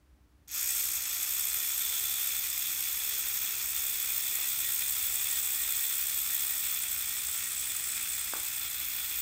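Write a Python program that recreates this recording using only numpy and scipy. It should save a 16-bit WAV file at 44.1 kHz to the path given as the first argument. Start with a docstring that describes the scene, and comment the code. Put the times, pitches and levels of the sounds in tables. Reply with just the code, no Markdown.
"""A wind-up toy crane truck of bolted metal strips is let go and crawls over a hard floor in a room.
A six-toothed pinion on the fast shaft ticks into the frame, hardest once a turn, and sets sheets, plates and
small nuts chattering; plates and nuts grow louder with speed, and an off-centre wheel sways the load.
The gears hum, a strip rings, tyres rumble, slack parts clink and a dry axle squeaks now and then, over faint
room air. A faint soft scuff falls midway, a clear dull knock near the end."""
import sys
import numpy as np
from scipy import signal
from scipy.fft import rfft, irfft
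from scipy.io import wavfile
from scipy.ndimage import uniform_filter1d

SR = 44100
rng = np.random.default_rng(int(sys.argv[2]) if len(sys.argv) > 2 else 0)


def inscribe(sig):
    """Save sig as 16-bit PCM at rate SR to the path in sys.argv[1].

    A 1-D sig is mono; a 2-D sig holds one channel per row.
    Samples are clipped to [-1, 1] before scaling.
    """
    pcm = np.round(np.clip(np.atleast_2d(sig).T, -1, 1) * 32767)
    wavfile.write(sys.argv[1], SR, pcm.astype(np.int16))


N = 406161
TIME = np.arange(N) / SR
RELEASE_S, CRUISE_HZ = .476, 66  # hand lets go; usual speed of the fast shaft (turns/s)


def undb(db):
    """Decibels to gain."""
    return 10 ** (np.asarray(db) / 20)


def unit(x):
    """Scale to rms 1."""
    return x / np.sqrt(np.mean(x ** 2))


def curves(table):
    """Columns of a time table, interpolated to every sample."""
    s, *columns = np.transpose(table)
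    return [np.interp(TIME, s, column) for column in columns]


def walk(rate_hz):
    """Smooth random drift, rms 1."""
    hold = max(int(SR / rate_hz), 1)
    steps = np.repeat(rng.standard_normal(N // hold + 1), hold)
    return unit(uniform_filter1d(steps, hold)[:N])


def body(colour, modes=(), size=8192):
    """Minimum-phase impulse response: a broad colour times resonances."""
    hz = np.maximum(np.arange(size // 2 + 1) * SR / size, 1)
    points_hz, db = np.transpose(colour)
    gain = undb(np.interp(np.log(hz), np.log(points_hz), db))
    for centre_hz, width_hz, peak_db in modes:
        bell = 1 / (1 + (2 * (hz - centre_hz) / width_hz) ** 2)
        gain = gain * np.sqrt(1 + (undb(peak_db) ** 2 - 1) * bell)
    # folding the cepstrum makes the response causal
    cepstrum = irfft(np.log(gain))[:size // 2]
    cepstrum[1:] *= 2
    return irfft(np.exp(rfft(cepstrum, size)))


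def ring(x, response):
    """Play x through an impulse response."""
    return signal.fftconvolve(x, response)[:N]


def resonate(shaking, hz, width_hz, flutter_db):
    """One part rings on at its own pitch (one-pole resonator), fluttering as the frame flexes."""
    pole = np.exp((2j * hz - width_hz) * np.pi / SR)
    tone = signal.lfilter([1, -1], [1, -pole], shaking).imag
    return unit(tone * undb(flutter_db * walk(35)))


def driven(speed_hz, db, db_per_hz):
    """Level (dB) of a part: db at the usual speed, plus db_per_hz for each extra turn a second."""
    return db + db_per_hz * (speed_hz - CRUISE_HZ)


def settling(start_db, settle_s):
    """Level offset (dB), largest at the release, dying away as the toy gets going."""
    return start_db * np.exp(-np.maximum(TIME - RELEASE_S, 0) / settle_s)


# room air, rumble: (frequency [Hz], relative density [dB/Hz])
AIR_COLOUR = [(25, -18), (60, -18), (130, -10.5), (220, -13.5), (330, -12.5), (450, -20), (900, -21.5),
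              (1900, -25.5), (2800, -30), (6000, -35.5), (15000, -49)]
RUMBLE_COLOUR = [(20, -38), (35, -19), (50, -5), (66, 3), (82, -9), (100, -12), (130, -18.5), (250, -22.5),
                 (500, -45.5)]


def background(air_db=-71, rumble_db=-63.0, drone_hz=300, drone_db=-77):
    """Coloured noise for room air and a low, steady rumble, plus a soft phase-wavering drone."""
    air = unit(ring(rng.standard_normal(N), body(AIR_COLOUR)))
    rumble = unit(ring(rng.standard_normal(N), body(RUMBLE_COLOUR)))
    drone = unit(np.sin(2 * np.pi * drone_hz * TIME + walk(12)))
    return undb(air_db) * air + undb(rumble_db) * rumble + undb(drone_db) * drone


def chatter(teeth, force_db, scatter_db, late_s, settle_s, grain_db, rub_db):
    """Each tooth throws a part up; it lands a little late and settles in ever smaller contacts."""
    chance = rng.standard_normal((len(teeth), 2))
    late = (late_s * SR * np.abs(chance[:, 0])).astype(int)
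    landing = np.clip(teeth + late, 0, N - 1)
    blows = np.bincount(landing, undb(force_db + scatter_db * chance[:, 1]), N)
    bounce = unit(signal.lfilter([1], [1, -np.exp(-1 / (settle_s * SR))], blows))
    grain = undb(grain_db * np.minimum(rng.standard_normal(N), 3))
    contacts = rng.standard_normal(N) * grain
    return contacts * (bounce + undb(rub_db))


# pinion teeth in order through one turn: (force [dB])
TOOTH_FORCE_DB = [7, -3.5, -5, -1.5, 6, 5.5]
# treble drift: (time [s], loose plates [dB], small nuts [dB], gear housing [dB])
TREBLE_DRIFT = [(.63, 1.5, 3, -5), (1, 0.9, 2.5, -1.5), (2.1, .3, 1.3, 3), (3.4, -1.5, 0, -1.5),
                (4.2, -0.1, 0.3, 0), (5.5, 1.2, 0.4, 1.5), (6.5, 0.5, -0.2, 1), (7, 0.5, -1, 0.5),
                (7.6, 1.9, -4.5, -3), (8.2, 0.5, -4.5, -4), (8.8, -1.5, -1, -.5)]
# part colours: (frequency [Hz], relative density [dB/Hz])
FRAME_COLOUR = [(100, -25), (290, -16), (390, -17.5), (480, -23.5), (750, -15), (1130, -10.5), (1280, -5),
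                (1650, -6), (2300, -0.5), (2950, -6.5), (3500, -4), (4300, -9.5), (4900, -4.5),
                (6000, -11.5), (10000, -19.5)]
SHEET_COLOUR = [(3000, -30), (4600, -7.5), (5100, -6), (5400, 0), (5950, -2.5), (6500, 3.5), (7000, 2),
                (7800, -13), (11000, -23.5)]
PLATE_COLOUR = [(3000, -31.5), (6400, -18.5), (7200, -4), (7700, 1), (8100, 0), (8900, 3), (9700, -7),
                (10500, -8.5), (12500, -13), (16000, -25)]
NUT_COLOUR = [(5000, -33.5), (10400, -13), (11100, -5.5), (11600, -1), (12100, 3), (12350, 1.5), (12800, 4),
              (13500, 6.5), (14600, 0), (16000, -2)]
# resonances on those colours: (frequency [Hz], width [Hz], height [dB])
FRAME_RESONANCES = [(538, 25, 7), (818, 25, 2), (1860, 26, 2.5), (2070, 49, -1), (2459, 58, 6.5),
                    (2630, 26, 6), (3383, 112, 8), (3580, 62, 4.5), (4143, 49, 9.5), (5100, 80, 2),
                    (5470, 120, 5)]
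PLATE_RESONANCES = [(7790, 200, 2.2), (8200, 110, 5.3)]
WHEEL_RATIO, WHEEL_START_TURNS = .182, .779  # wheel turns per shaft turn; wheel phase


def gearbox(speed_hz, turns, sway_db=1.5, sheets_fade_db_per_s=0.74, bracket_swing=3.4):
    """Tooth blows shake the frame and rattle lighter parts, each bouncing in its own way."""
    tooth = np.floor(turns * len(TOOTH_FORCE_DB)).astype(int)
    teeth = np.flatnonzero(np.diff(tooth)) + 1
    # the off-centre wheel presses the teeth together once per wheel turn
    sway = np.cos(2 * np.pi * (WHEEL_RATIO * turns[teeth] + WHEEL_START_TURNS))
    force_db = np.array(TOOTH_FORCE_DB)[tooth[teeth] % len(TOOTH_FORCE_DB)] + sway_db * sway

    frame = chatter(teeth, 0.47 * force_db, scatter_db=4, late_s=.0012, settle_s=0.0034,
                    grain_db=5, rub_db=-2.5)
    gears = chatter(teeth, 0.45 * force_db, scatter_db=2.0, late_s=.001, settle_s=.0016,
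                    grain_db=3, rub_db=-11)
    sheets = chatter(teeth, 0.39 * force_db, scatter_db=2.5, late_s=.0005, settle_s=0.002,
                     grain_db=3, rub_db=-7.5)
    plates = chatter(teeth, 0.72 * force_db, scatter_db=3.0, late_s=.0005, settle_s=0.0027,
                     grain_db=2.5, rub_db=-11.5)
    nuts = chatter(teeth, 0.51 * force_db, scatter_db=2.5, late_s=.0004, settle_s=0.0012,
                   grain_db=3.8, rub_db=-13)

    plates_drift_db, nuts_drift_db, housing_drift_db = curves(TREBLE_DRIFT)
    frame_db = driven(speed_hz, db=-43.5, db_per_hz=-0.03)
    # thin sheets are jolted by the start and calm down over the run
    sheets_db = driven(speed_hz, db=-41.0, db_per_hz=-0.05) + settling(start_db=4, settle_s=0.28)
    sheets_db = sheets_db - sheets_fade_db_per_s * (TIME - RELEASE_S)
    plates_db = driven(speed_hz, db=-38.5, db_per_hz=0.14) + plates_drift_db
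    nuts_db = driven(speed_hz, db=-36.0, db_per_hz=0.1) + nuts_drift_db
    rattle = undb(frame_db) * unit(ring(frame, body(FRAME_COLOUR, FRAME_RESONANCES)))
    rattle = rattle + undb(sheets_db) * unit(ring(sheets, body(SHEET_COLOUR)))
    rattle = rattle + undb(plates_db) * unit(ring(plates, body(PLATE_COLOUR, PLATE_RESONANCES)))
    rattle = rattle + undb(nuts_db) * unit(ring(nuts, body(NUT_COLOUR)))

    # three parts ring clear: gear housing, bracket among the plates, washer among the nuts
    housing_db = driven(speed_hz, db=-48.5, db_per_hz=0.27) + housing_drift_db
    bracket_db = driven(speed_hz, db=-50, db_per_hz=0.0) + bracket_swing * plates_drift_db
    washer_db = driven(speed_hz, db=-38, db_per_hz=.3) + nuts_drift_db
    washer_db = washer_db + settling(start_db=-24, settle_s=1.2)  # slowly shakes itself free
    housing = undb(housing_db) * resonate(gears, hz=3492, width_hz=195, flutter_db=1.5)
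    bracket = undb(bracket_db) * resonate(plates, hz=7900, width_hz=150, flutter_db=3.5)
    washer = undb(washer_db) * resonate(nuts, hz=15300, width_hz=460, flutter_db=1.0)
    return rattle + housing + bracket + washer


# gear-mesh hum at the usual speed: (time [s], level [dB])
MESH_LEVEL = [(.7, -67), (1.6, -67), (2.5, -69.5), (3, -65.5), (4.4, -67), (5.7, -69), (6.4, -75),
              (9.2, -74)]
# gear-train tones: (multiple of shaft speed), (relative level [dB])
TONE_ORDERS = [6, 8, 11, 12, 14, 15]
TONE_DB = [-2.5, -10.5, -7.5, -7, -5, -12]


def hum(speed_hz, turns, brighten_db_per_s=.7):
    """Meshing teeth sing wavering shaft-speed multiples; each octave gains on the one below over the run."""
    tilt_db = brighten_db_per_s * (TIME - TIME.mean())
    tones = np.zeros(N)
    for order, db in zip(TONE_ORDERS, TONE_DB):
        octaves = np.log2(order / TONE_ORDERS[0])
        tone_db = db + tilt_db * octaves + 2 * walk(20)
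        phase = 2 * np.pi * order * turns + 0.32 * walk(25)
        tones += undb(tone_db) * np.sin(phase)
    return undb(driven(speed_hz, curves(MESH_LEVEL)[0], db_per_hz=0.87)) * unit(tones)


def strip(speed_hz):
    """One long strip, fed by noise for the shaking, rings on in a narrow resonance."""
    tone = resonate(rng.standard_normal(N), hz=1892, width_hz=16, flutter_db=3)
    return undb(driven(speed_hz, db=-66, db_per_hz=0.7)) * tone


# rolling tyres: (time [s], level [dB])
ROLL_LEVEL = [(.5, -76), (2.2, -66.5), (4, -66.5), (5.2, -63), (5.6, -73), (6.7, -63.5), (8.1, -62.5),
              (9.2, -66)]
# tyre colour: (frequency [Hz], relative density [dB/Hz])
TYRE_COLOUR = [(20, -26), (40, -2), (55, -5), (80, 0), (110, -6), (170, -11.5), (300, -20), (450, -35),
               (900, -49)]


def tyres():
    """Rubber wheels rumble softly on the boards: low coloured noise."""
    return undb(curves(ROLL_LEVEL)[0]) * unit(ring(rng.standard_normal(N), body(TYRE_COLOUR)))


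# timed clicks and clinks, a faint click at the release, then clinks of slack parts:
# (time [s], peak before trim [dB])
CLINK_HITS = [(0.4818, -34), (0.63, -15), (0.6744, -17), (0.9213, -20), (1.4531, -17), (1.5439, -17),
              (1.7794, -14), (1.8497, -16), (2.5017, -16), (2.578, -16), (3.6591, -16), (3.7643, -14),
              (4.355, -15), (4.7925, -16), (5.4475, -16), (5.7234, -14), (6.1744, -15), (6.3495, -17),
              (8.4327, -17), (8.7999, -21)]


def clinks(settle_s=0.0015, trim_db=-1, plates_db=-4, nuts_db=-3,
           small_db=-21, scatter_db=1.8, count=20, size=1024):
    """Contacts as decaying noise bursts ring plates and nuts, at set times; small clinks fall at random."""
    out = np.zeros(N + size)
    plates = undb(plates_db) * body(PLATE_COLOUR, PLATE_RESONANCES)[:size]
    nuts = undb(nuts_db) * body(NUT_COLOUR)[:size]
    small_s = rng.uniform(CLINK_HITS[0][0], TIME[-1], count)
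    small_peak_db = small_db + scatter_db * rng.standard_normal(count)
    decay = np.exp(-np.arange(size) / (settle_s * SR))
    for s, peak_db in [*CLINK_HITS, *zip(small_s, small_peak_db)]:
        contacts = rng.standard_normal(size) * decay
        clink = signal.fftconvolve(contacts, plates + nuts)[:size]
        start = int(s * SR)
        out[start:start + size] += undb(peak_db + trim_db) * clink / np.abs(clink).max()
    return out[:N]


# dry-axle squeaks: (time of maximum [s], length [s], level [dB])
SQUEAK_SWELLS = [(.71, .06, -53), (1.833, .08, -57), (3.77, .07, -55), (4.37, .12, -55),
                 (4.672, 0.085, -46.5), (5.35, .14, -52), (5.62, .16, -53.5), (5.8, 0.18, -52.5),
                 (6.36, 0.11, -52), (6.54, .14, -53), (7.12, 0.12, -53), (7.46, .14, -56), (7.8, .16, -57)]


def squeak(hz=1890, waver_rad=1.5, flutter_db=1.5):
    """A dry axle sings at one pitch; each squeak swells and fades, wavering as it grips and slips."""
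    swell = np.zeros(N)
    for s, length_s, db in SQUEAK_SWELLS:
        swell += undb(db) * np.exp(-2 * np.pi * ((TIME - s) / length_s) ** 2)
    phase = 2 * np.pi * hz * TIME + waver_rad * walk(40)
    return swell * undb(flutter_db * walk(45)) * np.sqrt(2) * np.sin(phase)


# soft scuff, dull knock: (time [s], direct-sound peak [dB])
SCUFF_AND_KNOCK_HITS = [(4.388, -38), (8.3362, -23)]
# their shared colour: (frequency [Hz], relative density [dB/Hz])
DULL_COLOUR = [(120, -26), (280, -2.5), (450, -3.5), (650, -0.5), (900, 0), (1150, 0.5), (1600, 2),
               (1900, -23), (3000, -39)]


def scuff_and_knock():
    """Soft scuff and dull knock: impulses through one short response weak in treble."""
    impulses, response = np.zeros(N), body(DULL_COLOUR)
    for s, db in SCUFF_AND_KNOCK_HITS:
        impulses[int(s * SR)] = undb(db)
    return ring(impulses, response / np.abs(response).max())


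def room(x, wet_db, t60_s, damp_hz, gap_s=0.0056):
    """Direct sound plus a diffuse tail, exponentially decaying noise duller than its source."""
    t = TIME[:SR // 2]
    tail = rng.standard_normal(len(t)) * np.exp(-np.log(1000) * t / t60_s) * (t > gap_s)
    damping = signal.butter(1, min(damp_hz, SR / 3), fs=SR, output="sos")
    tail = signal.sosfilt(damping, tail / np.linalg.norm(tail))
    return x + undb(wet_db) * ring(x, tail)


# fast shaft: (time [s], speed [turns/s])
SHAFT_SPEED = [(0.47, 0), (0.55, 57.83), (0.74, 68.7), (1.06, 54.91), (1.34, 67.56), (2.08, 69.08),
               (2.55, 64.49), (3.27, 68.44), (3.42, 66.35), (4.7, 68.82), (5.99, 69.0), (6.11, 67.42),
               (6.54, 69.55), (7.01, 61.44), (7.57, 65.12), (8.22, 64.34), (8.84, 58.09), (9.2, 65.92)]
SHAFT_START_TURNS = .869


def scene(held_db=-13, take_up_s=0.078):
    """The hand lets go, the gears take up the load and the motor runs."""
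    speed_hz = curves(SHAFT_SPEED)[0]
    turns = SHAFT_START_TURNS + np.cumsum(speed_hz) / SR
    load = np.clip((TIME - RELEASE_S) / take_up_s, 0, 1)
    running = (TIME > RELEASE_S) * undb(held_db * (1 - load))
    toy = room(running * gearbox(speed_hz, turns) + clinks(), wet_db=-8, t60_s=0.24, damp_hz=6000)
    undertones = running * (hum(speed_hz, turns) + strip(speed_hz) + squeak() + tyres())
    dull = room(scuff_and_knock(), wet_db=-4, t60_s=.36, damp_hz=3000, gap_s=.012)
    return (toy + undertones + dull + background())[None]


def record(dry, top_hz=15750):
    """The recorder cuts the top: steep elliptic low-pass."""
    return signal.sosfilt(signal.ellip(12, .1, 75, top_hz, fs=SR, output="sos"), dry)


dry = scene()
out = record(dry)
inscribe(out)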